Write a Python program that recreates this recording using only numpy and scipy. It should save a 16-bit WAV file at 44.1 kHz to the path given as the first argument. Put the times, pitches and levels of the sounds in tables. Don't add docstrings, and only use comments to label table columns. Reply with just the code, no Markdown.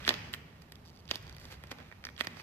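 import sys
import numpy as np
from scipy import signal
from scipy.fft import rfft, irfft, next_fast_len
from scipy.io import wavfile
from scipy.ndimage import uniform_filter1d

SR = 44100
rng = np.random.default_rng(int(sys.argv[2]) if len(sys.argv) > 2 else 0)


def generate_wav(signal):
    frames = np.transpose(np.atleast_2d(signal))
    scaled = np.clip(frames, -1, 1) * 32767
    pcm = np.round(scaled).astype(np.int16)
    wavfile.write(sys.argv[1], SR, pcm)


N = 107030


def amp(db):
    return 10 ** (np.asarray(db) / 20)


def unit(x):
    return x / np.sqrt(np.mean(x ** 2) + 1e-20)


def along(points, hz):
    f, v = np.transpose(points)
    return np.interp(np.log(hz + 1), np.log(f + 1), v)


def curve(rows):
    s, v = np.transpose(rows)
    return np.interp(np.arange(N) / SR, s, v)


def filtered(x, response):
    m = next_fast_len(N + SR // 2)
    spectrum = rfft(x, m) * response(np.fft.rfftfreq(m, 1 / SR))
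    return irfft(spectrum, m)[..., :N]


def ports(pair, pan, lag_s):
    side = np.array([[.5], [-.5]])
    delay_s = lag_s * (.5 - side)
    return filtered(pair, lambda hz: amp(side * along(pan, hz)) * np.exp(-2j * np.pi * hz * delay_s))


# (frequency [Hz], left-right correlation [-1 to 1])
FLOOR_LIKENESS = [(60, 0.98), (130, 0.96), (290, 0.88), (640, 0.57), (1410, -0.18), (3100, 0.82),
                  (6820, -0.39), (15000, -0.022)]
# (frequency [Hz], left over right [dB])
FLOOR_PAN = [(60, -1.5), (180, 0.0), (550, -2), (1650, -6), (4970, -9.5), (15000, 5)]


def diffuse_noise(spectrum, patchy_db):
    z = signal.stft(rng.standard_normal((2, N + 512)), nperseg=512)[2]
    patches = uniform_filter1d(rng.standard_normal(z.shape[1:]), 6, 0)
    patches = uniform_filter1d(patches, 12, 1)
    pair = signal.istft(z * amp(patchy_db * unit(patches)), nperseg=512)[1][:, :N]

    def mid_side(hz):
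        turn = np.arccos(np.clip(along(FLOOR_LIKENESS, hz), -1, 1)) / 2
        return amp(along(spectrum, hz)) * [np.cos(turn), np.sin(turn)]

    mid, side = filtered(pair, mid_side)
    return ports(unit(np.array([mid + side, mid - side])), FLOOR_PAN, 0)


# (frequency [Hz], relative level [dB])
RUMBLE_TONE = [(15, -53), (24, -15), (40, -11), (52, -12.5), (70, 2.5), (86, -4), (103, -1.5), (122, -5.5),
               (150, -1), (200, -8.5), (250, -8), (290, -14.5), (420, -16.5), (600, -26.5), (800, -40),
               (1300, -120)]
# (time [s], level of its deep part [dB], level of its upper part [dB])
RUMBLE_SWELL = [(0.0, -50, -54.5), (0.17, -51.5, -53), (0.28, -56, -52.5), (0.51, -58.5, -59),
                (0.78, -60, -60), (1.03, -59.5, -59), (1.2, -52, -59.5), (1.4, -54, -59),
                (1.6, -55.5, -61.5), (1.83, -59, -56.5), (1.99, -57.5, -62), (2.3, -58.5, -54.5),
                (2.43, -60, -58)]
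# (frequency [Hz], relative level [dB])
HISS_TONE = [(180, -7.5), (300, -6.5), (915, -4), (1060, -8), (1210, -7), (1970, -26), (2520, -18),
             (3190, -22), (9500, -29.5), (12000, -24.5), (14300, -25.5), (14900, -45), (16000, -61.5)]
SPLIT_HZ, HISS_DB = 121.5, -64.5


def background():
    s, deep_db, upper_db = np.transpose(RUMBLE_SWELL)
    rumble = diffuse_noise(RUMBLE_TONE, patchy_db=0.3)
    deep = filtered(rumble, lambda hz: 1 / (1 + (hz / SPLIT_HZ) ** 8))
    upper = rumble - deep
    deep_swell = amp(curve(np.transpose([s, deep_db]))) * unit(deep)
    upper_swell = amp(curve(np.transpose([s, upper_db]))) * unit(upper)
    hiss = amp(HISS_DB) * diffuse_noise(HISS_TONE, patchy_db=0.5)
    return deep_swell + upper_swell + hiss


def tail(t60, seconds):
    hz, t, z = signal.stft(rng.standard_normal((2, int(seconds * SR))), SR, nperseg=128)
    decay = amp(-60 * t / t60(hz)[:, None])
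    out = signal.istft(z * decay, SR, nperseg=128)[1]
    return out / np.linalg.norm(out[0])


# (frequency [Hz], t60 [s])
HALL_T60 = [(200, 0.48), (1000, 0.98), (2200, 0.94), (3500, 0.78), (6000, 0.85), (9500, 0.15), (13000, 0.4)]
# (frequency [Hz], gain [dB])
ANSWER_TONE = [(300, -8), (800, 4), (2200, 2.5), (3300, -1.5), (4500, -5.5), (6000, -6.5), (9500, -4),
               (13000, 1.5)]
HALL_DB, NEAR_DB, NEAR_T60_S = -11, -9.5, 0.035


def workshop(near):
    wet, step = np.zeros((2, N + 2 * SR)), SR * 3 // 10
    for start in range(0, N, step):
        hall = amp(HALL_DB) * tail(lambda hz: along(HALL_T60, hz), 0.94)
        panels = amp(NEAR_DB) * tail(lambda hz: NEAR_T60_S + 0 * hz, .1)
        hall[:, :panels.shape[1]] += panels
        answer = signal.fftconvolve(near[:1, start:start + step], hall, axes=1)
        begin = start + SR // 500
        wet[:, begin:begin + answer.shape[1]] += answer
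    return filtered(wet[:, :N], lambda hz: amp(along(ANSWER_TONE, hz)))


# (time [s], level before the left-right balance [dB])
RUB_LEVEL = [(0.0, -51), (0.23, -53.5), (0.45, -67), (0.64, -66), (0.94, -69), (1.13, -69.5), (1.25, -58.5),
             (1.33, -63.5), (1.88, -62.5), (2.13, -70.5), (2.27, -59), (2.43, -56.5)]
# (frequency [Hz], relative level [dB])
FILM_TONE = [(240, -42), (400, -0.5), (753, -4), (1820, 2), (2300, 1), (4580, -7), (5690, -9.5),
             (8630, -22), (9800, -26.5), (12000, -20), (14300, -28), (14800, -45), (16000, -71)]
# (start [s], length [s], level before the tilt [dB], treble tilt [dB per octave])
STROKES = [(0.061, 0.05, -44, 3), (0.331, 0.022, -51.5, 1), (0.616, 0.012, -74.5, 10),
           (1.091, 0.04, -53.5, 2), (1.134, 0.042, -53.5, 3), (1.405, 0.099, -72.5, 9.5),
           (1.428, 0.13, -72, -6.5), (1.508, 0.037, -57, 5), (1.711, 0.012, -44, 3),
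           (1.786, 0.04, -60.5, -4.5), (2.188, 0.035, -46, 1.5), (2.236, 0.018, -49.5, 1),
           (2.356, 0.056, -65, 3)]
# (frequency [Hz], left over right [dB])
RUB_PAN = [(400, 6.5), (1000, -3), (1800, -10), (2400, -4), (4500, -9), (8000, 7), (13000, 4.5)]
CRACKLES_PER_S, CRACKLE_SPREAD_DB = 700, 4
SMOOTH_SHARE = 1
STROKE_EDGE_S, TILT_HZ = 0.012, 2940
RIGHT_LAG_S = .00011


def film_rub():
    when, size, sign = rng.random(N), rng.exponential(size=N), rng.standard_normal(size=N)
    happens = when < CRACKLES_PER_S / SR
    crackle = unit(happens * amp(CRACKLE_SPREAD_DB * np.minimum(size, 3)) * np.sign(sign))
    scrape = SMOOTH_SHARE * rng.standard_normal((2, N))
    film = unit(filtered(crackle + scrape, lambda hz: amp(along(FILM_TONE, hz))))
    out, t = film * amp(curve(RUB_LEVEL)), np.arange(N) / SR
    for s, length, db, tilt_db in STROKES:
        gate = np.clip(np.minimum(t - s, s + length - t) / STROKE_EDGE_S + .5, 0, 1)
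        out += amp(db) * filtered(film * gate, lambda hz: amp(tilt_db * np.log2((hz + 200) / TILT_HZ)))
    return ports(out, RUB_PAN, RIGHT_LAG_S)


# (start [s], length [s], rate [slips per s], unevenness of timing [0-1], middle level [dB])
CREAKS = [(.851, .052, 165, .15, -51), (.93, .024, 170, .5, -57), (.988, .02, 200, .3, -54),
          (1.405, .045, 170, .6, -54), (1.5, .06, 220, .7, -54), (2.375, .04, 250, .7, -52)]
# (thump [dB], body [dB], snap [dB], edge [dB], treble [dB])
CREAK_MIX = (-21, -22, -16.5, -10.5, -18)
CREAK_PAN_DB = -4.5
MOST_SLIPS = 14


def creak_slips():
    rows = []
    for s, length, rate, uneven, db in CREAKS:
        shift, size = rng.uniform(-0.37, 0.33, size=(2, MOST_SLIPS))
        times = (np.arange(MOST_SLIPS) + uneven * shift) / rate
        levels_db = np.where(times < length, db + 6 * size, -np.inf)
        rows += [(s + u, v, *CREAK_MIX, CREAK_PAN_DB) for u, v in zip(times, levels_db)]
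    return rows


# (first touch [s], level [dB], then the share of each mode family:
# thump [dB], body [dB], snap [dB], edge [dB], treble [dB]; left over right [dB])
CLICKS = [(0.0408, -42, -28, -6.5, -11.5, -17, -26, -7), (0.0488, -41, -33, -14, 4, -22, -24, 1),
          (0.0651, -44, -19, 6, -6, -9, -12, 4), (0.0766, -12.5, -23, -10.5, -15, -19.5, -26, -1.5),
          (0.0897, -11.5, -23.5, -15.5, -6, -12, -24, -1.5), (0.1048, -22, -15.5, -8, -13, -22, -39, -3.5),
          (0.1132, -31.5, -12, -10, -14, -27, -37, -2), (0.12, -36, -15, -13, -9, -19, -33, -4),
          (0.1255, -33, -17, -9, -19, -22, -30, 6), (0.1388, -28, -23, -12, -8, -13, -24, -3.5),
          (0.3302, -51, -31, -13, -7, -8, 3.5, -18), (0.3356, -42, -44, -11, -20, -29, -13, -2.5),
          (0.3363, -24, -39, -11, -6.5, -20, -20.5, -4), (0.3434, -38.5, -19, -1, -28, -22, -8, -1),
          (0.619, -47, -20, -14, -30, -13, -16, -12), (0.7197, -39.5, -21.5, -11.5, -8, -12, -10, -3.5),
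          (0.7541, -41.5, -32, -34, -14.5, -14, -21, -6.5), (0.9605, -52, -30, -24, -16, -9, -14, -5),
          (0.972, -54.5, -33, -31, -12, -6, -25, -10), (1.053, -58, -25.5, -23, -10, -4, -18, -10),
          (1.0766, -42, -27, -32, -12, -12, -33, -6), (1.088, -45.5, -24, -33, -9, -14, -26, -15),
          (1.0924, -45.5, -26, -11.5, -8, -20, -21, -12), (1.1043, -51, -7, 1, 7, -2, -13, 4),
          (1.1099, -28, -40, -19, -6, -19, -17, -3), (1.1107, -16, -22.5, -17, -10, -14, -27.5, -6.5),
          (1.127, -48, -9, -30, -16.5, -12, -27, -9), (1.1358, -36, -18.5, -25, -7, -18, -28, -2),
          (1.1441, -43, -10.5, -23, 0, -13, -15, -2), (1.155, -28, -20.5, -24, -11, -9, -16.5, -7),
          (1.225, -50, -23, -26, -11, -9, -12, 4), (1.2379, -58, -28, -27, -16, -11, -20, -6.5),
          (1.266, -46.5, -13, -26, -15, -13, -18, -10), (1.277, -48, -16, -18, -10, -12, -22, -10),
          (1.2938, -39.5, -26, -14, -18, -12, -17, -6), (1.3248, -47, -13, -28, -25, -9, -13, -6),
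          (1.3468, -53, -31.5, -13, -9, -6, -15, -9.5), (1.3646, -33, -30, -23, -22, -21.5, -20.5, -4.5),
          (1.3815, -48, -18, -14, -27, -10, -19, -12), (1.3973, -46.5, -20, -27, -18, -8, -10, -5),
          (1.452, -41, -15, -24, -13, -8, -15, -4), (1.5234, -40, -12, -17, -17, -15, -28, -7),
          (1.6361, -35.5, -15.5, -10.5, -15, -22, -22, -2.5), (1.6693, -42, -27, -18, -17, -17, -21, -5),
          (1.713, -32, -14, -12, -34, -14.5, -23.5, -1.5), (1.7241, -44, -7, -8, -30, -28, -28, -7),
          (1.7838, -49, -11, -16, -11, -12, -21, -10), (1.8002, -48.5, -13, -6, -14, -19, -19, -12),
          (1.9131, -46, -17, -3, -27, -35, -37, -7.5), (1.9226, -40.5, -19, -8, -23, -25, -57, -8),
          (2.0385, -36, -24, -5, -12, -17, -24, 0), (2.0499, -28.5, -25.5, -13, -15, -9, -23, -1.5),
          (2.0668, -33, -24, -7.5, -17, -25, -24, -5), (2.0869, -33, -25, -10.5, -20.5, -32, -29, -7),
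          (2.099, -48, -15, -20, -18, -15, -17, -5), (2.163, -49, -27, -13, -5, -7, -30, -7),
          (2.1767, -39, -42, -11, -7, -23, -20, -1), (2.183, -53, -39, -10, -10, -22, -28, -6),
          (2.1914, -48, -32, -14, -24.5, -21, -12, -5), (2.2024, -38, -35, -7.5, 3, -19, -19, -3),
          (2.1968, -45, -35, -14, -8, -16, -12, -11), (2.207, -16, -24.5, -12.5, -14.5, -26, -23.5, -7),
          (2.2145, -44.5, -13, -18, -19, -21, -9, -11), (2.2472, -39, -16, -12, -16, -22, -14, -11),
          (2.2498, -61, -10, -4, -10.5, -10, -8, -7), (2.269, -23.5, -19.5, -10, -15.5, -15.5, -20.5, -3.5),
          (2.3689, -47, -12, -8, -25, -13, -28, -15), (2.3969, -43, -17, -4, -21, -15, -28, -10)]
# (frequency [Hz], relative level [dB], t60 in the right port [s])
THUMP = [(235, 9.5, 0.03), (347, 8.5, 0.03), (541, 12, 0.017), (967, 16.5, 0.0073)]
BODY = [(1404, 8.6, 0.0081), (1887, 5.66, 0.016), (2390, 7.8, 0.013)]
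SNAP = [(2810, 17, 0.0039), (3256, 15.5, 0.0076), (3556, 17, 0.005), (4170, 19.3, 0.0034)]
EDGE = [(4280, 19.4, 0.0025), (4700, 17, 0.0067), (5710, 16, 0.0046), (6770, 7.6, 0.0048)]
TREBLE = [(7940, 24.3, 0.0018), (10600, 17.8, 0.0029), (12270, 19.1, 0.0035), (13930, 16.5, 0.0033)]
# (frequency [Hz], left over right [dB])
CLICK_PAN = [(300, 9), (1000, 0), (1800, -6), (2400, 4), (3600, -2.5), (4600, -1), (6500, 11.5), (9000, 16),
             (13000, 4.5)]
LEFT_RING = 0.74
SCATTER_DB, DETUNE, PORT_DETUNE = 1.2, .015, .015
RISE_S, SKEW = .00035, 0.3
TOUCH_DB, SETTLE_S = -25, .0011
REBOUND_DB, REBOUND_S = -15.5, 0.0018
CLICK_LOW_HZ = 161


def tool_contacts(rows):
    families = [THUMP, BODY, SNAP, EDGE, TREBLE]
    hz, level, t60 = np.transpose(sum(families, []))[..., None]
    which = np.repeat(np.arange(len(families)), [len(f) for f in families])
    facing = (-1.) ** np.arange(len(which))[:, None]
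    out, t = np.zeros((2, N + SR)), np.arange(SR // 40) / SR
    attack = (1 - np.exp(-t / RISE_S)) ** 2
    chance = rng.standard_normal((len(rows), 5, len(which), 1))
    for (s, db, *shares, pan_db), (wild, tune, late, *own) in zip(rows, chance):
        gain = amp(db + np.array(shares)[which, None] + level + SCATTER_DB * wild)
        rebound_s = SETTLE_S + REBOUND_S * np.exp(0.33 * late[0, 0])
        stages = [(0, TOUCH_DB), (SETTLE_S, 0), (rebound_s, REBOUND_DB)]
        for port, ring in enumerate([LEFT_RING, 1]):
            pitch = hz * (1 + DETUNE * tune + PORT_DETUNE * own[port])
            waves = np.sin(2 * np.pi * pitch * (t - RISE_S) + SKEW * own[port])
            shape = gain * amp(-60 * t / (ring * t60)) * attack
            sound = (facing * waves * shape).sum(0) * amp(pan_db * (.5 - port))
            for after, stage_db in stages:
                begin = round((s + after) * SR)
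                out[port, begin:begin + len(t)] += amp(stage_db) * sound
    thin = filtered(out[:, :N], lambda f: (1j * f / (CLICK_LOW_HZ + 1j * f)) ** 2)
    return ports(thin, CLICK_PAN, RIGHT_LAG_S)


def scene():
    steady = background()
    near = film_rub() + tool_contacts(CLICKS) + tool_contacts(creak_slips())
    return near + workshop(near) + steady


TOP_HZ = 16500


def record(dry):
    return filtered(dry, lambda hz: hz < TOP_HZ)


dry = scene()
out = record(dry)
generate_wav(out)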